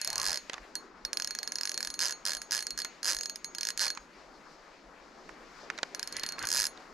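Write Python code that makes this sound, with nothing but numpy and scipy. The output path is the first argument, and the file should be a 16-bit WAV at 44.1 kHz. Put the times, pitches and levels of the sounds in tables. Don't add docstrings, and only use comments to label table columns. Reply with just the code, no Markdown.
import sys
import numpy as np
from scipy import signal
from scipy.fft import rfft, irfft
from scipy.io import wavfile
from scipy.ndimage import uniform_filter1d, map_coordinates

SR = 44100
rng = np.random.default_rng(int(sys.argv[2]) if len(sys.argv) > 2 else 0)


def generate_wav(sig):
    pcm = np.round(np.clip(np.atleast_2d(sig).T, -1, 1) * 32767).astype(np.int16)
    wavfile.write(sys.argv[1], SR, pcm)


N = 305613
TIME = np.arange(N) / SR
FREQS = np.fft.rfftfreq(N, 1 / SR)
SIDES = np.array([[.5], [-.5]])


# (time [s], treble gain [dB])
REEL_FACING = [(0, 8), (.4, -3.5), (1.0, -1), (1.5, -2.5), (3.1, 2), (3.9, -3), (5.95, -3), (6.45, 5.5)]

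def reel(treble_hz=8300):
    snaps, speed = drag_teeth()
    sound = pawl(snaps) + spool_ring(snaps) + whirr(snaps, speed)
    highpass = 1 - 1 / (1 + (FREQS / treble_hz) ** 4)
    treble = irfft(rfft(sound) * highpass, N)
    return sound + (undb(curve(REEL_FACING)) - 1) * treble


# (time [s], snap [dB], low ring [dB], high ring [dB])
SLIPS = [(0.7539, -24, -32, -47.5), (1.0502, -24, -36, -58), (2.4172, -28.5, -46, -44.5),
         (2.668, -27, -36.5, -45), (2.706, -29.5, -33.5, -49), (3.3583, -30, -55, -49),
         (3.445, -28.5, -41.5, -38), (3.95, -40, -55, -45.5), (5.9476, -26, -45.5, -62),
         (5.9948, -27, -48, -60)]
# (start [s], turn [s], end [s], speed at each of the three [teeth/s],
# first snap [dB], last snap [dB], low ring [dB], high ring [dB])
FISH_PULLS = [ (.0148, .047, .157, 27.3, 35.8, 36.7, -27.5, -25.5, -35, -45),
              (.1801, .272, .3736, 48.4, 106.5, 60, -23.5, -26.5, -39.5, -44),
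              (1.131, 1.211, 1.3503, 19.8, 47, 20.8, -23.5, -28, -39.5, -44),
              (1.3878, 1.499, 1.5849, 24, 21.2, 38.6, -25, -26, -39, -46),
              (1.6107, 1.678, 1.7427, 43.7, 52, 35.3, -24.5, -27.5, -41, -44),
              (1.7766, 1.833, 1.9405, 30.2, 51.3, 22.5, -24.5, -26.5, -39.5, -47),
              (1.9916, 2.018, 2.124, 60, 197, 57, -22.5, -28, -38.5, -42),
              (2.2529, 2.264, 2.3688, 73, 112.5, 48.6, -23.5, -27.5, -41, -45),
              (2.5093, 2.529, 2.625, 75, 160, 46, -23.5, -27.5, -37.5, -44),
              (2.7763, 2.789, 2.8473, 66, 92.5, 24.7, -29, -27, -35.5, -44),
              (3.0303, 3.087, 3.147, 55, 276, 55, -25, -25.5, -41, -42.5),
              (3.1665, 3.255, 3.2965, 48.6, 40, 16.4, -27, -27, -37, -40),
              (3.549, 3.61, 3.704, 24, 44.2, 63, -27.5, -24, -39, -43),
              (3.7755, 3.817, 3.9028, 33, 258, 33.7, -23.5, -25, -33, -41),
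              (6.0287, 6.124, 6.1959, 23.5, 19, 40.8, -26.5, -30, -43, -51),
              (6.2338, 6.275, 6.3222, 30.5, 40.8, 26, -29, -28.5, -37.5, -52),
              (6.3909, 6.4266, 6.4523, 24, 33, 44.8, -31, -32.5, -43, -48),
              (6.4709, 6.572, 6.6676, 52, 146, 66.2, -25, -24, -43, -41.5), ]

def drag_teeth(db_per_octave=.7, snap_scatter_db=1.0, ring_scatter_db=2.6):
    rows, speed = [np.array(SLIPS)], np.zeros(N)
    for start, turn, end, *rates, first_db, last_db, low_db, high_db in FISH_PULLS:
        turning = (TIME >= start) & (TIME <= end)
        speed[turning] = np.exp(np.interp(TIME[turning], [start, turn, end], np.log(rates)))
        passed = np.cumsum(speed[turning]) / SR
        tooth = np.linspace(0, passed[-1], round(passed[-1]) + 1)
        times = np.interp(tooth, passed, TIME[turning])
        rate = np.interp(tooth, passed, speed[turning])
        force_db = db_per_octave * np.log2(rate / rate.mean())
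        snap_db = np.interp(times, [start, end], [first_db, last_db])
        snap, low, high = rng.standard_normal((32, 3))[:len(times)].T
        rows.append(np.column_stack([times, snap_db + force_db + snap_scatter_db * snap,
                                     low_db + force_db + ring_scatter_db * low,
                                     high_db + force_db + ring_scatter_db * high]))
    rows = np.vstack(rows)
    return rows[np.argsort(rows[:, 0])], speed


# (frequency [Hz], relative level [dB], t60 [s])
PAWL_MODES = [(1681, -10.5, 0.017), (4263, -8.5, 0.019), (5035, -1, 0.016), (6190, 0, 0.007),
              (6620, -0.5, 0.0039), (7670, -3, 0.0038), (8600, -15, 0.0054), (10660, -12, 0.0074)]
# (frequency [Hz], level [dB])
CRACK_SPECTRUM = [(200, -46), (900, -12.5), (1600, 0.5), (2700, -3), (4000, 1.5), (6200, 5), (8000, -1.5),
                  (11000, -4), (13000, -9.5), (15500, -19)]

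def pawl(snaps, modes_db=-3, crack_db=1, crack_t60=.0059, rise_s=.00022, bounce_s=.00105, bounce=.22):
    last, age = since(snaps[:, 0])
    scatter_db, detune, energy_window_s = 2.8, .009, .003
    body = np.zeros(N)
    for hz, db, t60 in PAWL_MODES:
        size, pitch, phase = rng.standard_normal((256, 3))[last].T
        mode = np.sin(2 * np.pi * hz * (1 + detune * pitch) * age + np.pi * phase)
        body += undb(db + scatter_db * size) * fade(age, t60) * mode
    energy = np.bincount(last, body ** 2) / (SR * energy_window_s)
    body /= np.sqrt(energy[last] + 1e-12)
    bounce_age = age - bounce_s * rng.uniform(.5, 1.5, 256)[last]
    contact = fade(age, crack_t60) + bounce * (bounce_age > 0) * fade(abs(bounce_age), crack_t60)
    crack = undb(crack_db) * contact * stereo_noise(CRACK_SPECTRUM, spread=.31)
    attack = 1 - np.exp(-age / rise_s)
    return undb(snaps[last, 1]) * attack * (undb(modes_db) * body + crack)


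# (frequency [Hz], level re drive [dB], t60 [s])
SPOOL_MODES = [(4305, -.5, .14), (6628, -1, .27), (10778, -24, .11), (13228, -35, .1)]

def spool_ring(snaps, scatter_db=4.5, nudge_rad=.844):
    last, age = since(snaps[:, 0])
    _, snap_db, low_db, high_db = snaps.T
    *kicks, scatter_a, scatter_b = rng.standard_normal((256, 6))[:len(snaps)].T
    drives_db = [low_db, high_db, snap_db + scatter_db * scatter_b, snap_db + scatter_db * scatter_a]
    out = np.zeros(N)
    for (hz, db, t60), drive_db, kick in zip(SPOOL_MODES, drives_db, kicks):
        phase = 2 * np.pi * hz * TIME + nudge_rad * np.cumsum(kick)[last]
        out += undb(db + drive_db)[last] * fade(age, t60) * np.sin(phase)
    return out


# (frequency [Hz], level [dB])
WHIRR_SPECTRUM = [(150, -54), (550, -1.5), (800, -10), (940, 1), (1150, -8), (1720, 1), (2150, -6),
                  (3000, -8), (4400, -6), (6300, -3), (8500, -11.5), (11000, -13.5), (13000, -31),
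                  (15500, -48)]

def whirr(snaps, speed, rub_db=-40.5, rattle_db=-21, rattle_t60=.084, coast_s=.013):
    slip_speed, reference_speed = 55, 100
    last, age = since(snaps[:, 0])
    sliding = np.sqrt(np.maximum(speed - slip_speed, 0) / reference_speed) + 1e-9
    pole = np.exp(-1 / (coast_s * SR))
    rub = undb(rub_db) * signal.lfilter([1 - pole], [1, -pole], sliding)
    rattle = undb(snaps[last, 1] + rattle_db) * fade(age, rattle_t60)
    return np.hypot(rub, rattle) * stereo_noise(WHIRR_SPECTRUM, spread=.26)


# (time [s], level [dB], brightness [dB])
TACKLE_KNOCKS = [(.497, -21.5, 4.5), (0.533, -24, 8), (.541, -25, 3), (.580, -42, -9), (2.849, -28, -1),
                 (3.868, -27.5, -3), (3.974, -26.5, 1), (5.292, -41, -7.5), (5.701, -24, -3),
                 (5.778, -27.5, 3), (5.787, -24.5, -0.5), (5.8308, -15, 3.5), (6.2366, -22.5, 5.5),
                 (6.383, -35, -8.5), (6.775, -40, 2)]
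# (frequency [Hz], level [dB])
BODY_SPECTRUM = [(80, -22.5), (400, -6.5), (950, -1), (1300, 0.5), (1700, 3), (2300, -1), (3200, -14),
                 (6000, -16), (15000, -53)]
EDGE_SPECTRUM = [(500, -2), (2500, -2.5), (4200, 9), (5200, 0), (6800, -1.5), (9000, -19), (15000, -43)]

def knocks(body_t60=.025, edge_t60=.011, rise_s=.00012):
    times, db, bright_db = np.transpose(TACKLE_KNOCKS)
    last, age = since(times)
    body = undb(db - bright_db)[last] * fade(age, body_t60) * noise(BODY_SPECTRUM)
    edge = undb(db + bright_db / 2)[last] * fade(age, edge_t60) * noise(EDGE_SPECTRUM)
    return (1 - np.exp(-age / rise_s)) * (body + edge) / 2


# (frequency [Hz], left minus right [dB], left lead [rad])
PORT_RESPONSE = [(700, -1, -0.26), (1660, -3, -0.48), (3000, -8.5, -1.23), (4300, -4, -0.4),
                 (5330, -2.5, -0.49), (6350, -3.5, 0.43), (7300, 0.5, 0.49), (9800, 0, 0.12),
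                 (12000, 2, 0.79), (14900, -1, 0.35)]

def camera_ports(sound, echo_db=-14, echo_t60=.0048):
    pan_db, lead_rad = spectra(PORT_RESPONSE)
    shading = undb(SIDES * pan_db) * np.exp(1j * SIDES * lead_rad)
    echoes = rng.standard_normal((2, 1024)) * fade(TIME[:1024], echo_t60)
    echoes *= undb(echo_db) / np.linalg.norm(echoes, axis=1, keepdims=True)
    return irfft(rfft(sound) * shading * (1 + rfft(echoes, N)), N)


# (fastest moment [s], half length [s], level [dB], top weave pitch [Hz])
ARM_STROKES = [(.09, .025, -55, 600), (.21, .1, -44, 1101), (.33, .035, -53, 580), (.55, .03, -50, 1199),
               (5.679, .13, -64, 1102), (6.19, .09, -45, 1949), (6.331, .05, -54, 1749),
               (6.43, .04, -40.5, 1611), (6.57, .03, -45.5, 2650), (6.793, 0.059, -58, 890.8)]
# (multiple of its pitch [ratio], level [dB])
WEAVE_SPECTRUM = [(.1, -9.5), (.4, -11.5), (.84, -4.5), (1, 6), (1.15, -4), (2, -10.5), (3.5, -26),
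                  (9, -52)]
# (frequency [Hz], level [dB])
FIBRE_SPECTRUM = [(1000, -18), (2600, -13), (4800, 3.5), (7000, -8), (11000, -13), (15000, -25)]

def sleeve(pitch_exponent=.22, waver=.04, grain_db=3, pan_db=1, hiss_db=-19, spread=.22):
    peak_s, half_s, db, top_hz = np.transpose(ARM_STROKES)[:, :, None]
    arm_speed = np.exp(-((TIME - peak_s) / half_s) ** 2) + 1e-4
    stroke_gains = undb(db) * arm_speed
    gain = stroke_gains.sum(axis=0)
    pitch_hz = (stroke_gains * top_hz * arm_speed ** pitch_exponent).sum(axis=0) / gain
    base_hz = 1000
    cloth = stereo_noise([(ratio * base_hz, level) for ratio, level in WEAVE_SPECTRUM], spread)
    position = np.cumsum(pitch_hz * (1 + waver * wander(rate_hz=25)) / base_hz) % (N - 1)
    rub = np.array([map_coordinates(channel, [position], order=3) for channel in cloth])
    grain = undb(grain_db * wander(rate_hz=120))
    hiss = undb(hiss_db) * stereo_noise(FIBRE_SPECTRUM, spread)
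    return gain * grain * undb(SIDES * pan_db) * (rub + hiss)


# (time [s], level [dB])
JOLTS = [(.29, -50), (.62, -50), (1.05, -52), (1.89, -55), (2.74, -55), (3.17, -51), (4.01, -54),
         (4.878, -53), (5.32, -55), (6.6, -51)]

def harness_thumps(hz=42, width_s=.021, trim_db=-1, sway_db=-79, flutter_db=5):
    jolts = np.zeros(N)
    for time_s, db in JOLTS:
        envelope = undb(db + trim_db) * np.exp(-((TIME - time_s) / width_s) ** 2)
        jolts += envelope * np.cos(2 * np.pi * hz * (TIME - time_s) + rng.uniform(0, 2 * np.pi))
    sway = undb(sway_db + flutter_db * wander(rate_hz=20))
    return jolts + sway * noise([(hz / 2, -12), (hz, 0), (2 * hz, -14), (10 * hz, -70)])


# (frequency [Hz], level [dB])
RIVER_SPECTRUM = [(20, -3), (40, -2), (58, -10), (85, -37), (115, -24.5), (155, -4.5), (290, 0.5),
                  (545, -2), (780, -3.5), (1260, -4), (2160, -10), (3300, -19), (4700, -15.5), (7000, -23),
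                  (9000, -36.5), (15000, -42.5)]
# (frequency [Hz], side minus mid [dB])
RIVER_WIDTH = [(40, -6.5), (250, -12), (1000, -8.5), (3000, -8), (10000, -6)]
# (frequency [Hz], left minus right [dB])
RIVER_BALANCE = [(40, -2.5), (150, -4), (500, 3), (1200, 6.5), (3000, 4.5), (10000, 1.5)]
# (time [s], gain [dB])
WATER_SWELL = [(0, -4), (.65, 2.5), (1.3, 2), (2.2, 2), (3.4, 0.5), (4.3, 3), (4.75, 1), (5.6, 4.5),
               (6.93, 3.5)]
# (time [s], gain [dB])
HISS_SWELL = [(0, 16), (.95, -1), (1.3, 5.5), (3.4, 4), (4.53, 3.5), (4.8, -0.5), (5.6, 7.5), (6.93, 3.5)]

def river_and_hiss(gain_db=-57.5, ripple_db=2, hiss_above_hz=2500):
    mid = rfft(noise(RIVER_SPECTRUM))
    side = rfft(noise(RIVER_SPECTRUM)) * undb(spectra(RIVER_WIDTH)[0])
    stereo = (mid + 2 * SIDES * side) * undb(SIDES * spectra(RIVER_BALANCE)[0])
    out = np.zeros((2, N))
    for hz in 20 * 2 ** np.arange(11):
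        octave = np.maximum(1 - abs(np.log2((FREQS + 1) / hz)), 0)
        swell_db = curve(HISS_SWELL if hz > hiss_above_hz else WATER_SWELL)
        out += irfft(stereo * octave, N) * undb(swell_db + ripple_db * wander(rate_hz=18))
    return undb(gain_db) * out


# (time [s], length [s], start pitch [Hz], end pitch [Hz], level [dB])
BIRD_CALLS = [(4.11, .06, 4200, 5130, -64), (4.32, 0.072, 4700, 4130, -64)]

def bird(blur=.031):
    out = np.zeros(N)
    for time_s, length_s, start_hz, end_hz, db in BIRD_CALLS:
        progress = np.clip((TIME - time_s) / length_s, 0, 1)
        hz = (start_hz + (end_hz - start_hz) * progress) * (1 + blur * wander(rate_hz=400))
        out += undb(db) * np.sin(np.pi * progress) * np.sin(2 * np.pi * np.cumsum(hz) / SR)
    return out


def undb(db):
    return 10 ** (np.asarray(db) / 20)


def unit_rms(x):
    return x / np.sqrt(np.mean(x ** 2))


def curve(rows):
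    return np.interp(TIME, *np.transpose(rows))


def spectra(rows):
    hz, *columns = np.transpose(rows)
    return [np.interp(np.log(FREQS + 1), np.log(hz), column) for column in columns]


def noise(shape):
    return unit_rms(irfft(rfft(rng.standard_normal(N)) * undb(spectra(shape)[0]), N))


def stereo_noise(shape, spread):
    return (noise(shape) + 2 * spread * SIDES * noise(shape)) / np.hypot(1, spread)


def wander(rate_hz):
    hold = int(SR / rate_hz)
    steps = np.repeat(rng.standard_normal(N // hold + 1), hold)
    return unit_rms(uniform_filter1d(steps, hold)[:N])


def fade(age, t60):
    return np.exp(-np.log(1000) * age / t60)


def since(times):
    last = np.maximum(np.searchsorted(times, TIME, side="right") - 1, 0)
    return last, np.where(TIME < times[0], 10, TIME - times[last])


def scene():
    tackle = camera_ports(reel() + knocks())
    return tackle + sleeve() + harness_thumps() + river_and_hiss() + bird()


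def record(dry):
    rolloff_hz, cutoff_hz = 13900, 16400
    soft = signal.sosfilt(signal.butter(10, rolloff_hz, fs=SR, output="sos"), dry)
    return signal.sosfilt(signal.ellip(8, .2, 70, cutoff_hz, fs=SR, output="sos"), soft)


dry = scene()
out = record(dry)
generate_wav(out)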